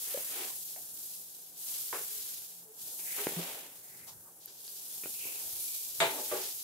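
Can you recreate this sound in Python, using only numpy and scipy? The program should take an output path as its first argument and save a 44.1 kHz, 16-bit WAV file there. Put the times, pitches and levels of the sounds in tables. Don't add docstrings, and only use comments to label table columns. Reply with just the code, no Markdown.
import sys
import numpy as np
from scipy import signal
from scipy.fft import rfft, irfft, next_fast_len
from scipy.io import wavfile

SR = 44100
rng = np.random.default_rng(int(sys.argv[2]) if len(sys.argv) > 2 else 0)


def store_pcm(level_fs):
    pcm = np.round(np.clip(level_fs, -1, 1) * 32767).astype(np.int16)
    wavfile.write(sys.argv[1], SR, np.atleast_2d(pcm).T)


N = 292716
TIME = np.arange(N) / SR


def from_db(db):
    return 10 ** (np.asarray(db) / 20)


def rms_one(x):
    return x / np.sqrt(np.mean(x ** 2) + 1e-20)


def at_hz(points, hz):
    point_hz, value = np.transpose(points)
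    return np.interp(np.log(np.maximum(hz, 1)), np.log(point_hz), value)


def low_pass(x, hz):
    return signal.sosfilt(signal.butter(2, min(hz, .45 * SR), fs=SR, output="sos"), x + 1e-18)


def high_pass(x, hz):
    return signal.sosfilt(signal.butter(2, hz, "high", fs=SR, output="sos"), x)


def sides(db):
    return from_db(db * np.array([[.5], [-.5]]))


def drift(rate_hz, size=N):
    knots = rng.standard_normal(size // 16)
    return np.interp(TIME[:size] * rate_hz, np.arange(len(knots)), knots)


def add(out, start_s, sound):
    at = round(start_s * SR)
    out[..., at:at + sound.shape[-1]] += sound[..., :N - at]


def airy_noise(spectrum, size=N):
    # (frequency [Hz], correlation [-1..1])
    likeness = [(40, 0.5), (150, 0.65), (400, 0.84), (900, 0.57), (2000, -0.025), (4000, 0.13),
                (15000, -0.077)]
    padded = next_fast_len(size, True)
    hz = np.fft.rfftfreq(padded, 1 / SR)
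    mid, side = rfft(rng.standard_normal((2, padded))) * from_db(at_hz(spectrum, hz))
    alike = np.clip(at_hz(likeness, hz), -1, 1)
    stereo = np.sqrt(1 + alike) * mid + np.sqrt(1 - alike) * side * [[1], [-1]]
    return rms_one(irfft(stereo, padded)[:, :size])


def kitchen(x, t60_s=0.19, wall_hz=5000, build_s=0.0033):
    t = TIME[:SR // 2]
    reflections = low_pass(airy_noise([(1, 0), (SR, 0)], size=len(t)), wall_hz)
    tail = reflections * from_db(-60 * t / t60_s) * (1 - np.exp(-t / build_s))
    return signal.fftconvolve(np.atleast_2d(x), rms_one(tail) / np.sqrt(len(t)), axes=-1)[:, :N]


def hum(hz=172, level_db=-76, waver_db=3.5, wander_rad=1.0):
    level = from_db(level_db + waver_db * drift(rate_hz=11))
    return level * np.sin(2 * np.pi * hz * TIME + wander_rad * drift(rate_hz=9))


def burner(flame_db=-71, flicker_db=3.0):
    # (frequency [Hz], level [dB])
    flame_spectrum = [(25, -30), (50, -14), (80, 0), (125, 5.5), (200, 0.5), (400, 1.5), (800, -13),
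                      (1600, -2.5), (4000, -50)]
    return from_db(flame_db + flicker_db * drift(rate_hz=11)) * airy_noise(flame_spectrum)


def scuffs(grit_db=2.5, grit_hz=177.9):
    # (peak time [s], length [s], level [dB], centre [Hz], width [octaves])
    rubs = [ (0.418, 0.085, -53, 368, 0.43), (0.42, 0.088, -49.5, 2702, 1.8),
            (0.429, 0.1, -56.5, 760, 0.55), (0.505, 0.035, -58.5, 1010, 0.25),
            (0.65, 0.03, -49, 12500, 0.22), (2.167, 0.075, -61.5, 425, 0.09),
            (2.707, 0.076, -59, 442, 0.085), (3.145, 0.15, -50, 2180, 0.56), (3.197, 0.025, -45, 1100, 1.9),
            (3.22, 0.044, -47, 414, 0.11), (3.395, 0.047, -46.5, 410, 0.79), (3.552, 0.11, -58, 645, 0.73),
            (3.974, 0.2, -62, 2050, 0.45), (4.098, 0.051, -59.5, 890, 0.68),
            (4.155, 0.076, -65.5, 102, 0.94), (4.277, 0.049, -67, 1090, 0.45),
            (4.495, 0.026, -73, 480, 1.1), (4.637, .02, -71, 800, .7), (5.271, .025, -43, 12500, .25),
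            (5.272, 0.17, -50.5, 2580, 0.31), (5.278, 0.064, -58.5, 383, 1.5),
            (5.526, 0.13, -66.5, 90.3, 0.54), (5.62, 0.12, -48, 10000, 0.03),
            (5.729, 0.22, -63, 2360, 0.083), (6.043, 0.066, -52, 138, 0.63)]
    # (distance from centre [widths], level [dB])
    skirt = [(-3, -50), (-1, -12), (0, 0), (1, -12), (3, -50)]
    out = np.zeros((2, N))
    for peak_s, length_s, db, hz, octaves in rubs:
        size = round(3 * length_s * SR)
        band = [(hz * 2 ** (widths * octaves), fall_db) for widths, fall_db in skirt]
        envelope = np.hanning(size) ** 2 * from_db(db + grit_db * drift(grit_hz, size))
        add(out, peak_s - size / SR / 2, envelope * airy_noise(band, size))
    return out


def knocks(tick_hz=2700, tick_s=0.0011, tick_bass_hz=450, ref_rise_s=0.00043, ref_t60_s=0.0099):
    # (time [s], level [dB], pitch [Hz], t60 [s],
    # relative tick [dB], room send [dB])
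    taps = [ (0.144, -17.5, 528, 0.046, -40, -12.5), (0.1746, -23, 570, 0.011, -17, -12),
            (0.762, -37, 710, 0.02, -9.5, -5), (1.928, -25, 1080, 0.012, -9, -4),
            (2.994, -40, 2720, 0.0038, -9.5, -1), (3.269, -15, 393, 0.012, -11, -18),
            (3.2692, -25, 744, 0.0057, -20, -15), (3.2694, -19.5, 2050, 0.0048, -15, -9),
            (3.292, -30.5, 450, 0.012, -23, -7), (3.321, -30.5, 443, 0.0093, -22, -6),
            (3.364, -17.5, 172.3, 0.095, -29, -13), (4.4586, -22, 12800, 0.003, -40, -26),
            (4.476, -51, 366, 0.025, -4.5, -2), (4.679, -32.5, 4700, 0.0047, -22, -4),
            (5.036, -34, 2500, 0.0067, -12, -2), (5.037, -35, 393, 0.0099, -19, -8),
            (5.058, -28.5, 398, 0.0093, -10, -12), (5.253, -37, 390, 0.022, -14, -12),
            (6.003, -15.5, 1820, 0.011, -4, -10), (6.0043, -25.5, 3720, 0.016, -12, -3),
            (6.3125, -29, 620, 0.025, -7, -6)]
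    direct, room_send = np.zeros((2, N))
    t = TIME[:SR // 2]
    for start_s, db, hz, t60, tick_db, room_db in taps:
        rise_s = ref_rise_s * (t60 / ref_t60_s) ** 1.8
        body = np.sin(2 * np.pi * hz * t) * from_db(-60 * t / t60) * (1 - np.exp(-t / rise_s))
        contact = rng.standard_normal(len(t)) * np.exp(-t / tick_s)
        dulled = low_pass(low_pass(contact, tick_hz), tick_hz)
        tick = high_pass(dulled, tick_bass_hz)
        knock = from_db(db) * (body + from_db(tick_db) * tick / np.abs(tick).max())
        add(direct, start_s, knock)
        add(room_send, start_s, knock * from_db(room_db))
    return direct + kitchen(room_send)


def ringing(modes, t, wobble_db=1.6, wobble_hz=60, bend_rad=0.25, bend_hz=50, build_cycles=11.5):
    ear_time = np.maximum(t - np.array([[0], [0.00015]]), 0)
    out = 0
    for k, (hz, db, t60, left_db) in enumerate(modes):
        build = 1 - np.exp(-t * hz / build_cycles)
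        decay = from_db(db + wobble_db * drift(wobble_hz, len(t)) - 60 * t / t60)
        rocking = bend_rad * np.array([drift(bend_hz, len(t)) for side in range(2)])
        tone = np.sin(2 * np.pi * hz * ear_time + rocking)
        out = out + (-1) ** k * sides(left_db) * build * decay * tone
    return out


def pan(clatter_db=-9, clatter_t60_s=0.34, ring_db=-2, room_db=-14):
    # (time [s], level [dB], brightness [Hz], pan trim [dB], grate trim [dB],
    # clatter trim [dB])
    blows = [ (1.9274, -28, 1560, -23, -13, 4.5), (1.947, -37, 2300, -16, -4.5, 6.5),
             (6.0023, -17, 8000, 3, -9, 1), (6.013, -19.5, 1330, -3, -10, -0.5),
             (6.0204, -21.5, 1060, -12, -15, -3), (6.033, -31, 3550, -18, -14, 5.5),
             (6.174, -35, 895, -16, 1, 7), (6.313, -26, 1380, -16, 2.5, 4), (6.334, -36, 1000, -16, -5, 2),
             (6.3552, -34, 850, -14, -8, 3), (6.414, -50, 660, -8, -4, 4)]
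    # (pitch [Hz], level [dB], t60 [s], left over right [dB])
    pan_modes = [(512, -9, .12, 0), (670, -2.5, .16, -4), (692, -9, .13, -2), (859.5, -15, .55, 2),
                 (918.5, -14.5, .29, 2), (1001, -19, .2, -4), (1061, -27, .45, 3), (1230, -19.5, .26, -1),
                 (1376, -19.5, .19, 2), (1621, -22, .25, -2), (2051.5, -17, .32, 4), (2135, -18, .25, 3),
                 (2251, -18.5, .2, -1), (2353, -14, .26, -1), (2482, -22, .3, -3), (2670, -23, .25, -1),
                 (2866, -19, .28, 0), (3524, -15, .26, 0), (3549, -15, .3, 0), (3768, -24, .3, 1)]
    # (pitch [Hz], level [dB], t60 [s], left over right [dB])
    grate_modes = [(364, -11, .17, 2), (379, -5, .28, 3), (447, -8, .22, 0), (468, -8, .14, 0),
                   (490, -5, .22, 0), (548, -10, .15, 2), (574, -8, .14, 1), (601, -1.5, .19, 3),
                   (638, -6, .17, 2), (815, -17, .25, 0), (850, -18, .3, 1), (1122, -17, .22, 1),
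                   (1172, -12.5, .2, 2)]
    # (frequency [Hz], level [dB])
    clatter_spectrum = [(30, -50), (60, -40), (110, -15), (170, -5.5), (250, -16.5), (380, 0.5), (600, -1),
                        (1000, -4), (1800, 0.5), (3900, 0), (5500, -13), (7600, -3.5), (10000, -5),
                        (14000, -14)]
    out = np.zeros((2, N))
    t = TIME[:SR * 3 // 4]
    for start_s, db, bright_hz, pan_db, grate_db, rattle_db in blows:
        ring = from_db(pan_db) * ringing(pan_modes, t) + from_db(grate_db) * ringing(grate_modes, t)
        clatter_decay = from_db(clatter_db + rattle_db - 60 * t / clatter_t60_s)
        clatter = clatter_decay * airy_noise(clatter_spectrum, len(t))
        add(out, start_s, from_db(db) * low_pass(from_db(ring_db) * ring + clatter, bright_hz))
    return out + from_db(room_db) * kitchen(out)


def swells(moves, rest_db, second_rest_db=-np.inf):
    power = from_db([[rest_db], [second_rest_db]]) ** 2
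    for peak_s, db, rise_s, fall_s, second_db in moves:
        width_s = np.where(TIME < peak_s, rise_s, fall_s)
        bell = np.exp(-np.minimum(((TIME - peak_s) / width_s) ** 2, 50))
        power = power + from_db([[db], [db + second_db]]) ** 2 * bell
    return np.sqrt(power)


def jacket(grain_db=0.78, flutter_db=1.0, catch_db=1.9, left_db=0.5, stroke_rasp_db=-35):
    # (peak time [s], hiss [dB], rise [s], fall [s], relative lower hiss [dB])
    arm_strokes = [ (.02, -45.5, .05, 0.036, -4), (.22, -37.5, 0.59, 0.47, -13),
                   (.62, -54.5, 0.031, 0.11, 0.5), (1.08, -42.5, 0.14, 0.13, -12.5),
                   (1.39, -48.5, 0.21, 0.13, -11.5), (1.62, -42.5, 0.038, 0.16, -10),
                   (1.75, -37.5, 0.088, 0.19, -11), (2.0, -39.5, .1, 0.11, -16.5),
                   (2.2, -39, 0.13, 0.21, -9.5), (2.6, -51, 0.046, 0.031, -11.5),
                   (2.83, -42.5, 0.037, 0.24, -11), (3.22, -36.5, 0.22, 0.12, -14.5),
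                   (3.4, -42.5, 0.055, 0.085, -11), (3.54, -44.5, .08, 0.08, -10.5),
                   (3.95, -51, 0.48, 0.19, -12.5), (4.085, -52, 0.012, 0.033, -3),
                   (4.23, -55, .03, 0.047, -19), (4.415, -60, .01, .06, -1), (4.485, -57, 0.01, 0.037, 3),
                   (4.58, -57.5, 0.037, .06, -1), (4.7, -46, 0.058, 0.15, -8),
                   (5.22, -39.5, 0.36, 0.24, -11), (5.71, -38, 0.31, 0.14, -11.5),
                   (6.3, -37.5, 0.49, 0.36, -9.5), (6.42, -46, 0.048, 0.065, 1)]
    # (peak time [s], rasp [dB], rise [s], fall [s], relative padding [dB])
    fold_presses = [ (.14, -47.5, 0.08, 0.11, -13.5), (.37, -43.5, 0.057, 0.1, -10.5),
                    (1.75, -55, 0.063, 0.046, -14), (2.15, -56.5, 0.32, 0.21, -19),
                    (2.98, -71, 0.13, 0.33, 7), (3.23, -42, 0.054, 0.068, -9),
                    (3.4, -43, 0.072, 0.17, -6.5), (4.95, -66.5, 0.2, 0.28, -2),
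                    (5.34, -56, 0.066, 0.22, -5.5), (6.18, -48, 0.082, 0.04, 2.5),
                    (6.37, -44, 0.071, 0.084, -6)]
    # (frequency [Hz], level [dB])
    hiss_spectrum = [(3000, -30.5), (5000, -12), (7000, -3.5), (9500, -1), (12000, 3), (14000, -0.5),
                     (16000, -3.5)]
    lower_hiss_spectrum = [(1500, -23.5), (2400, -10), (3400, -1.5), (5000, 1), (7000, -0.5), (11000, -25)]
    rasp_spectrum = [(600, -25), (1100, -5.5), (1600, -2.5), (2300, 0), (3200, 0.5), (5000, -7)]
    padding_spectrum = [(120, -37), (250, -6), (400, -0.5), (600, -2), (850, -1), (1300, -17), (2500, -21)]
    swish, lower_swish = swells(arm_strokes, rest_db=-55.5)
    press, squash = swells(fold_presses, rest_db=-75.5, second_rest_db=-68.5)
    slips = from_db(grain_db * drift(rate_hz=1500) + flutter_db * drift(rate_hz=120))
    hiss = swish * airy_noise(hiss_spectrum) * sides(left_db)
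    lower_hiss = lower_swish * from_db(catch_db * drift(rate_hz=35)) * airy_noise(lower_hiss_spectrum)
    stroke_rasp = from_db(stroke_rasp_db) * swish
    rasp = np.hypot(press, stroke_rasp) * airy_noise(rasp_spectrum)
    padding = squash * airy_noise(padding_spectrum)
    return slips * (hiss + lower_hiss + rasp + padding)


def scene(bass_cut_hz=130):
    return jacket() + burner() + hum() + scuffs() + high_pass(knocks() + pan(), bass_cut_hz)


def record(dry, cutoff_hz=15700):
    return signal.sosfilt(signal.ellip(12, .1, 80, cutoff_hz, fs=SR, output="sos"), dry)


dry = scene()
out = record(dry)
store_pcm(out)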